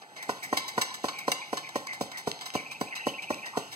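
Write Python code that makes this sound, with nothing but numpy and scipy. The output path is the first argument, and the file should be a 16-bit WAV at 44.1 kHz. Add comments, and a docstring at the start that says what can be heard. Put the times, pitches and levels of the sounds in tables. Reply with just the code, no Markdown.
"""In a kitchen a hand vacuum pump is squeezed about four times a second. Each squeeze ends in a dull plastic
knock: a push and a rebound ring body modes, with a noise crack on top. Random impacts ring the metal lever,
spring and body, shaped noise hisses through the valve, blurred tones squeak at the piston, creak in the spring
and trill as a far bird; noise bursts tick at the latch. A stereo widener delays and flips the treble of one
side."""
import sys
import numpy as np
from scipy import signal
from scipy.fft import rfft, irfft, next_fast_len
from scipy.io import wavfile
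from scipy.ndimage import uniform_filter1d

SR = 44100
rng = np.random.default_rng(int(sys.argv[2]) if len(sys.argv) > 2 else 0)


def elevation(decibels):
    """Turn decibel levels (scalar or array-like) into linear amplitude ratios."""
    levels = np.asarray(decibels, float)
    return 10 ** (levels / 20)


def unload_audio(sound):
    """Save the sound as a 16-bit wav file, at the path given as the first command line argument."""
    columns = np.transpose(np.atleast_2d(sound))
    # keep every value between -1 and 1, then stretch to whole-number steps
    steps = np.round(np.clip(columns, -1, 1) * 32767)
    wavfile.write(sys.argv[1], SR, steps.astype(np.int16))


N = 165375

# handle hitting its stop: start_s, peak_db, crack_db (re knock), tilt_db_per_octave (positive = brighter)
KNOCKS = [(0.292, -14.5, -20, 0.5), (0.527, -12.5, -23.5, 0), (0.778, -12.5, -21, 2),
          (1.041, -14, -21, -2.5), (1.279, -11.5, -22, -1.5), (1.529, -15.5, -22.5, -1),
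          (1.756, -14, -20.5, -2), (2.009, -14, -19, -5), (2.272, -14, -20.5, -5), (2.551, -13, -23, -5),
          (2.811, -14.5, -34, -5), (3.067, -11, -24, -4), (3.303, -13.5, -24.5, -4), (3.571, -13, -21, -3)]
# spectrum of cracks and clack snaps: freq_hz, level_db
SNAP = [(500, -21), (1200, -7.5), (2000, 0), (4500, 6), (8500, 1.5), (11000, -9.5), (12200, -8),
        (15200, -7), (16300, -15)]


def evened(x):
    """Scales to rms 1."""
    return x / np.sqrt(np.mean(x ** 2) + 1e-20)


def read(points, hz):
    """Interpolates a table on a log frequency axis."""
    f, value = np.transpose(points)
    return np.interp(np.log(hz + 1), np.log(f + 1), value)


def add(mix, start_s, sound):
    """Mixes a sound in at a time."""
    part = mix[max(round(start_s * SR), 0):][:len(sound)]
    part += sound[:len(part)]


def coloured(x, points):
    """Filters by a dB spectrum."""
    gain_db = read(points, np.fft.rfftfreq(len(x), 1 / SR))
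    return irfft(rfft(x) * elevation(gain_db), len(x))


def hiss(points, patchy_db):
    """Noise of rms 1 whose spectrum drifts in patches of time and frequency."""
    real, imag, patches = rng.standard_normal((N // 128 + 6, 257, 3)).T
    patches = uniform_filter1d(patches, size=6, axis=0)
    patches = evened(uniform_filter1d(patches, size=14, axis=1))
    level_db = read(points, np.fft.rfftfreq(512, 1 / SR))[:, None] + patchy_db * patches
    spectrum = (real + 1j * imag) * elevation(level_db)
    return evened(signal.istft(spectrum, nperseg=512, noverlap=384)[1][:N])


def ring(modes, tilt_db, spread_db, chance, longest_s):
    """Struck decaying modes, each blow exciting them a little differently; peak 1."""
    t = np.arange(6000)[:, None] / SR
    hz, db, t60_s = np.transpose(modes)
    db = db + tilt_db * np.log2(hz / hz.mean()) + spread_db * chance
    decay = elevation(db - 60 * t / np.minimum(t60_s, longest_s))
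    signs = (-1.) ** np.arange(len(hz))
    sound = (decay * np.sin(2 * np.pi * hz * t)) @ signs
    return sound / abs(sound).max()


def whistles(rows, drop_hz, pole_width_hz, steady=.3):
    """Gliding tones blurred by slow complex noise; steady weighs the clear tone against the blur."""
    lead_s, skew = .003, .8  # each starts 3 ms early; skew < 1 peaks before mid-note
    out = np.zeros(N)
    noise = rng.standard_normal((len(rows), 2, 8000))
    pole = np.exp(-np.pi * pole_width_hz / SR)
    for (start_s, length_s, db, hz), pair in zip(rows, noise):
        t = np.arange(0, length_s, 1 / SR)
        slow = signal.lfilter([1], [1, -pole], pair)
        slow = evened(signal.lfilter([1], [1, -pole], slow))
        real, imag = slow[:, -len(t):]
        pitch_hz = hz + drop_hz * (.5 - t / length_s)
        carrier = np.exp(2j * np.pi * np.cumsum(pitch_hz) / SR)
        tone = ((steady + real + 1j * imag) * carrier).real / np.hypot(1, steady)
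        swell = np.sin(np.pi * (t / length_s) ** skew)
        add(out, start_s - lead_s, elevation(db) * swell * tone)
    return out


def air():
    """Valve hiss: turbulent noise at a slow level plus a puff around every knock."""
    # slow hiss level: start_s, level_db
    slow_level = [(0, -57), (.06, -61), (.15, -56.5), (.25, -52), (.65, -51), (1.35, -53), (1.7, -53),
                  (2.35, -55.5), (3.75, -52)]
    # hiss spectrum: freq_hz, level_db
    hiss_tone = [(300, 15), (1400, -8), (2000, 12), (4500, 6), (8000, 6), (11000, -3.5), (15000, -6.5),
                 (16000, -10)]
    puff_db, puff_lead_s, puff_rise_s, puff_t60_s = -20.5, .012, .026, .19  # dB re knock peak
    t = np.arange(N) / SR
    level = elevation(np.interp(t, *np.transpose(slow_level)))
    u = t[:SR // 2]
    for start_s, db, *_ in KNOCKS:
        fall = elevation(db + puff_db - 60 * u / puff_t60_s)
        add(level, start_s - puff_lead_s, fall * (1 - np.exp(-u / puff_rise_s)))
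    return level * hiss(hiss_tone, patchy_db=2)


def room_tone():
    """Steady background noise of the kitchen, mostly low."""
    # background spectrum: freq_hz, level_db (per Hz)
    spectrum = [(30, -27), (70, -12), (120, -6.5), (486, 1), (740, 3.5), (830, 24), (930, -8), (1500, 0),
                (2000, -2), (3000, -27), (8000, -67), (15000, -63), (16200, -55)]
    return elevation(-51.5) * hiss(spectrum, patchy_db=2)


def clacks():
    """A rattle of tiny impacts rings the lever, spring and pump body and snaps directly."""
    # lever clacks: start_s, level_db, tilt_db_per_octave, rattle_s
    hits = [(0.0158, -49, -8, 0.011), (0.158, -46.5, -4.5, 0.024), (0.225, -42, 2.5, 0.0082),
            (0.425, -42, 3.5, 0.023), (0.525, -60, -20.5, 0.013), (0.5686, -28, -0.5, 0.013),
            (0.6776, -37, 3, 0.012), (0.7724, -37, -19, 0.011), (0.813, -25.5, 1, 0.0082),
            (0.9398, -38.5, 2, 0.0083), (1.036, -46, -7, 0.005), (1.0816, -33, -5.5, 0.011),
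            (1.1834, -42, 4, 0.013), (1.3163, -24.5, 1.5, 0.0044), (1.568, -34, -3.5, 0.012),
            (1.6894, -42, -0.5, 0.0035), (1.868, -37.5, -1, 0.0031), (1.927, -42.5, -1, 0.017),
            (2.114, -43.5, -2.5, 0.0094), (2.17, -41.5, 1, 0.022), (2.406, -41.5, -2.5, 0.019),
            (2.453, -40.5, 0.5, 0.02), (2.535, -40, -2, 0.02), (2.71, -44, 0.5, 0.016),
            (2.81, -35.5, 3, 0.0046), (2.9495, -40.5, -0.5, 0.022), (3.2187, -44.5, -1, 0.014),
            (3.4554, -43, -1, 0.018), (3.713, -44.5, 0, 0.03)]
    # lever, spring and body modes (720 and 1040 Hz ring the pump body): freq_hz, level_db, t60_s (capped below)
    clack_modes = [(720, 4, .02), (1040, 7, 0.025), (1750, 6, 0.15), (2074, 7, 0.03), (2272, 3, .04),
                   (2780, -8, .06), (4000, -1.5, 0.054), (4665, -8, 0.032), (6100, -10, .035), (7930, -10, 0.045)]
    longest_s = .07  # damping by the hand
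    spread_db, rise_share, snap_db = 3, .15, 1
    out = np.zeros(N)
    chances = rng.standard_normal((len(hits), len(clack_modes)))
    noises = rng.standard_normal((len(hits), 2048, 2))
    t = np.arange(2048) / SR
    for (start_s, db, tilt_db, rattle_s), chance, noise in zip(hits, chances, noises):
        rise = (1 - np.exp(-t / (rise_share * rattle_s))) ** 2
        spiky = noise[:, 0] * np.exp(0.75 * noise[:, 1])
        rattle = np.exp(-t / rattle_s) * rise * spiky
        rung = signal.fftconvolve(rattle, ring(clack_modes, tilt_db, spread_db, chance, longest_s))
        snap = coloured(rattle, [(f, g + tilt_db * np.log2(f / 4000)) for f, g in SNAP])
        # levels set by energy over a nominal length
        add(out, start_s, elevation(db) * rung / np.sqrt((rung ** 2).sum() / (300 + rattle_s * SR)))
        add(out, start_s, elevation(db + snap_db) * snap / np.sqrt((snap ** 2).sum() / (100 + rattle_s * SR)))
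    return out


def squeaks():
    """The piston squeaks: husky tones that fall in pitch."""
    # squeaks: start_s, length_s, level_db, pitch_hz (mid-glide)
    rows = [(.16, 0.13, -42.5, 2060), (.425, 0.044, -35.5, 2100), (1.12, 0.17, -41.5, 2270),
            (1.41, 0.05, -39.5, 2286), (1.63, 0.074, -41.5, 2224), (1.87, 0.089, -36, 2095),
            (2.13, 0.074, -38, 1973), (2.555, 0.079, -36.5, 2250), (2.92, 0.037, -35, 2030),
            (2.96, 0.067, -38.5, 1910), (3.43, 0.082, -39.5, 1922), (3.53, 0.085, -40, 1050),
            (3.59, 0.14, -50, 2810)]
    return whistles(rows, drop_hz=120, pole_width_hz=330)


def knocks():
    """A short push and a rebound ring the hollow body; a noise crack rides on top."""
    # pump body modes: freq_hz, level_db, t60_s (capped below)
    body_modes = [(119, -7, 0.087), (187, 2.5, 0.0085), (424.3, 1, 0.03), (580.7, 2, 0.034),
                  (670, 8.5, 0.013), (908, 1, 0.098), (1054, 2, 0.026), (1437, -4, 0.042),
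                  (1893, 1.5, 0.035)]
    longest_s = .032  # damping by the hand
    push_s, rebound_s, rebound_db, rebound_spread = .00013, .0044, -1, .04
    crack_rise_s, crack_t60_s = .002, .13
    out = np.zeros(N)
    chances = rng.standard_normal((len(KNOCKS), len(body_modes)))
    grit = coloured(rng.standard_normal(N), SNAP)
    t = np.arange(1500) / SR
    for (start_s, db, crack_db, tilt_db), chance in zip(KNOCKS, chances):
        again_s = rebound_s * (1 + rebound_spread * chance[0])
        push = np.exp(-((t - 3 * push_s) / push_s) ** 2)
        push += elevation(rebound_db) * np.exp(-((t - again_s) / push_s) ** 2)
        body = signal.fftconvolve(push, ring(body_modes, tilt_db, 1, chance, longest_s))
        add(out, start_s, elevation(db) * body / abs(body).max())
        crack = evened(grit[round(start_s * SR):][:len(t)])
        fade = elevation(db + crack_db - 60 * t / crack_t60_s) * np.minimum(t / crack_rise_s, 1)
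        add(out, start_s, fade * crack)
    return out


def creaks():
    """The spring creaks briefly as the handle returns: clear tones, rising."""
    # creaks: start_s, level_db, pitch_hz (mid-glide)
    rows = [(.647, -37, 1000), (.9, -37, 1010), (1.393, -38.5, 1000)]
    length_s = .035
    notes = [(start_s, length_s, db, hz) for start_s, db, hz in rows]
    return whistles(notes, drop_hz=-180, pole_width_hz=40, steady=2.5)


def ticks():
    """Dry ticks of the latch: millisecond bursts of wide noise."""
    # ticks: start_s, peak_db
    rows = [(1.055, -22), (2.3154, -17), (2.391, -31), (2.5033, -23.5), (3.3444, -24.5)]
    band_hz, decay_s = (1353, 5560), .00091
    out, t = np.zeros(N), np.arange(600) / SR
    band = signal.butter(2, band_hz, 'band', fs=SR, output='sos')
    bursts = rng.standard_normal((len(rows), 600)) * np.exp(-t / decay_s)
    for (start_s, db), burst in zip(rows, signal.sosfilt(band, bursts)):
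        add(out, start_s, elevation(db) * burst / abs(burst).max())
    return out


def bird():
    """A far trill of equally long, husky notes, each rising in pitch."""
    # notes: start_s, level_db, pitch_hz (mid-glide)
    rows = [(2.5481, -38.5, 2830), (2.65, -42.5, 2480), (2.701, -40, 2490), (2.743, -43, 2520),
            (2.807, -57, 2700), (2.869, -43, 2540), (2.9076, -41, 2590), (2.956, -39.5, 2657),
            (2.996, -38.5, 2680), (3.036, -39, 2704), (3.075, -37.5, 2950), (3.1332, -40, 2694),
            (3.178, -36.5, 2343), (3.2233, -36.5, 2670), (3.275, -40.5, 2550), (3.3234, -39, 2560),
            (3.3765, -44.5, 2450), (3.4224, -37.5, 2550)]
    length_s = .036
    notes = [(start_s, length_s, db, hz) for start_s, db, hz in rows]
    return whistles(notes, drop_hz=-350, pole_width_hz=260)


def kitchen(x):
    """Reverb: sparse taps of random sign, each band dying at its own speed; two tails."""
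    # decay of the kitchen: freq_hz, t60_s
    decay = [(100, 0.12), (500, 0.37), (1500, 0.57), (4000, 0.84), (12000, 0.18)]
    taps = np.zeros((2, SR // 2))
    at = np.arange(300, SR // 2 - 20, 20)
    at = at + rng.integers(0, 20, (2, len(at)))
    np.put_along_axis(taps, at, rng.choice([-1., 1.], at.shape), 1)
    hz, t, z = signal.stft(taps, SR, nperseg=256)
    fade = elevation(-60 * t / read(decay, hz)[:, None])
    tail = signal.istft(z * fade, SR, nperseg=256)[1]
    return signal.fftconvolve(x[None], tail / np.linalg.norm(tail[0]), axes=1)[:, :N]


def scene():
    """All sources reach one spot; some reverb, air and room tone differ left and right."""
    pump_wet_db, bird_wet_db, apart_db = -10, -11, -19
    pump = knocks() + clacks() + ticks() + squeaks() + creaks()
    song = bird()
    wet, other_wet = kitchen(elevation(pump_wet_db) * pump + elevation(bird_wet_db) * song)
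    mid = pump + song + air() + wet + room_tone()
    side = elevation(apart_db) * (other_wet + air() + room_tone())
    return np.array([mid + side, mid - side])


def widened(x):
    """Stereo widener: flips and advances the right treble against the left and thins the left bass."""
    # bass balance: freq_hz, left_minus_right_db
    balance = [(60, -5), (150, -10.5), (300, -1), (700, -0.5), (2000, 0.5)]
    treble_lead_s, bass_lead_rad = .00056, .66
    size = next_fast_len(N + 512)
    hz = np.fft.rfftfreq(size, 1 / SR)
    treble_rad = 2 * np.pi * hz * treble_lead_s - np.pi  # minus pi: flipped
    lead_rad = np.maximum(treble_rad, bass_lead_rad * np.minimum(hz / 300, 1))
    lean_db = read(balance, hz) / 2
    left = elevation(lean_db) * np.exp(-.5j * lead_rad)
    right = elevation(-lean_db) * np.exp(.5j * lead_rad)
    return irfft(rfft(x, size) * np.array([left, right]), size)[:, :N]


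def top_cut(x):
    """Nothing passes above the cut-off."""
    return signal.sosfilt(signal.butter(12, 16800, fs=SR, output="sos"), x)


def record(dry):
    """Low cut, high cut and stereo widening give the finished mix."""
    low_cut_hz, top_hz = 103, 15900
    mix = signal.sosfilt(signal.butter(5, low_cut_hz, 'high', fs=SR, output='sos'), dry)
    mix = signal.sosfilt(signal.cheby1(10, 1, top_hz, fs=SR, output='sos'), mix)
    mix = widened(mix)
    return top_cut(mix)


dry = scene()
out = record(dry)
unload_audio(out)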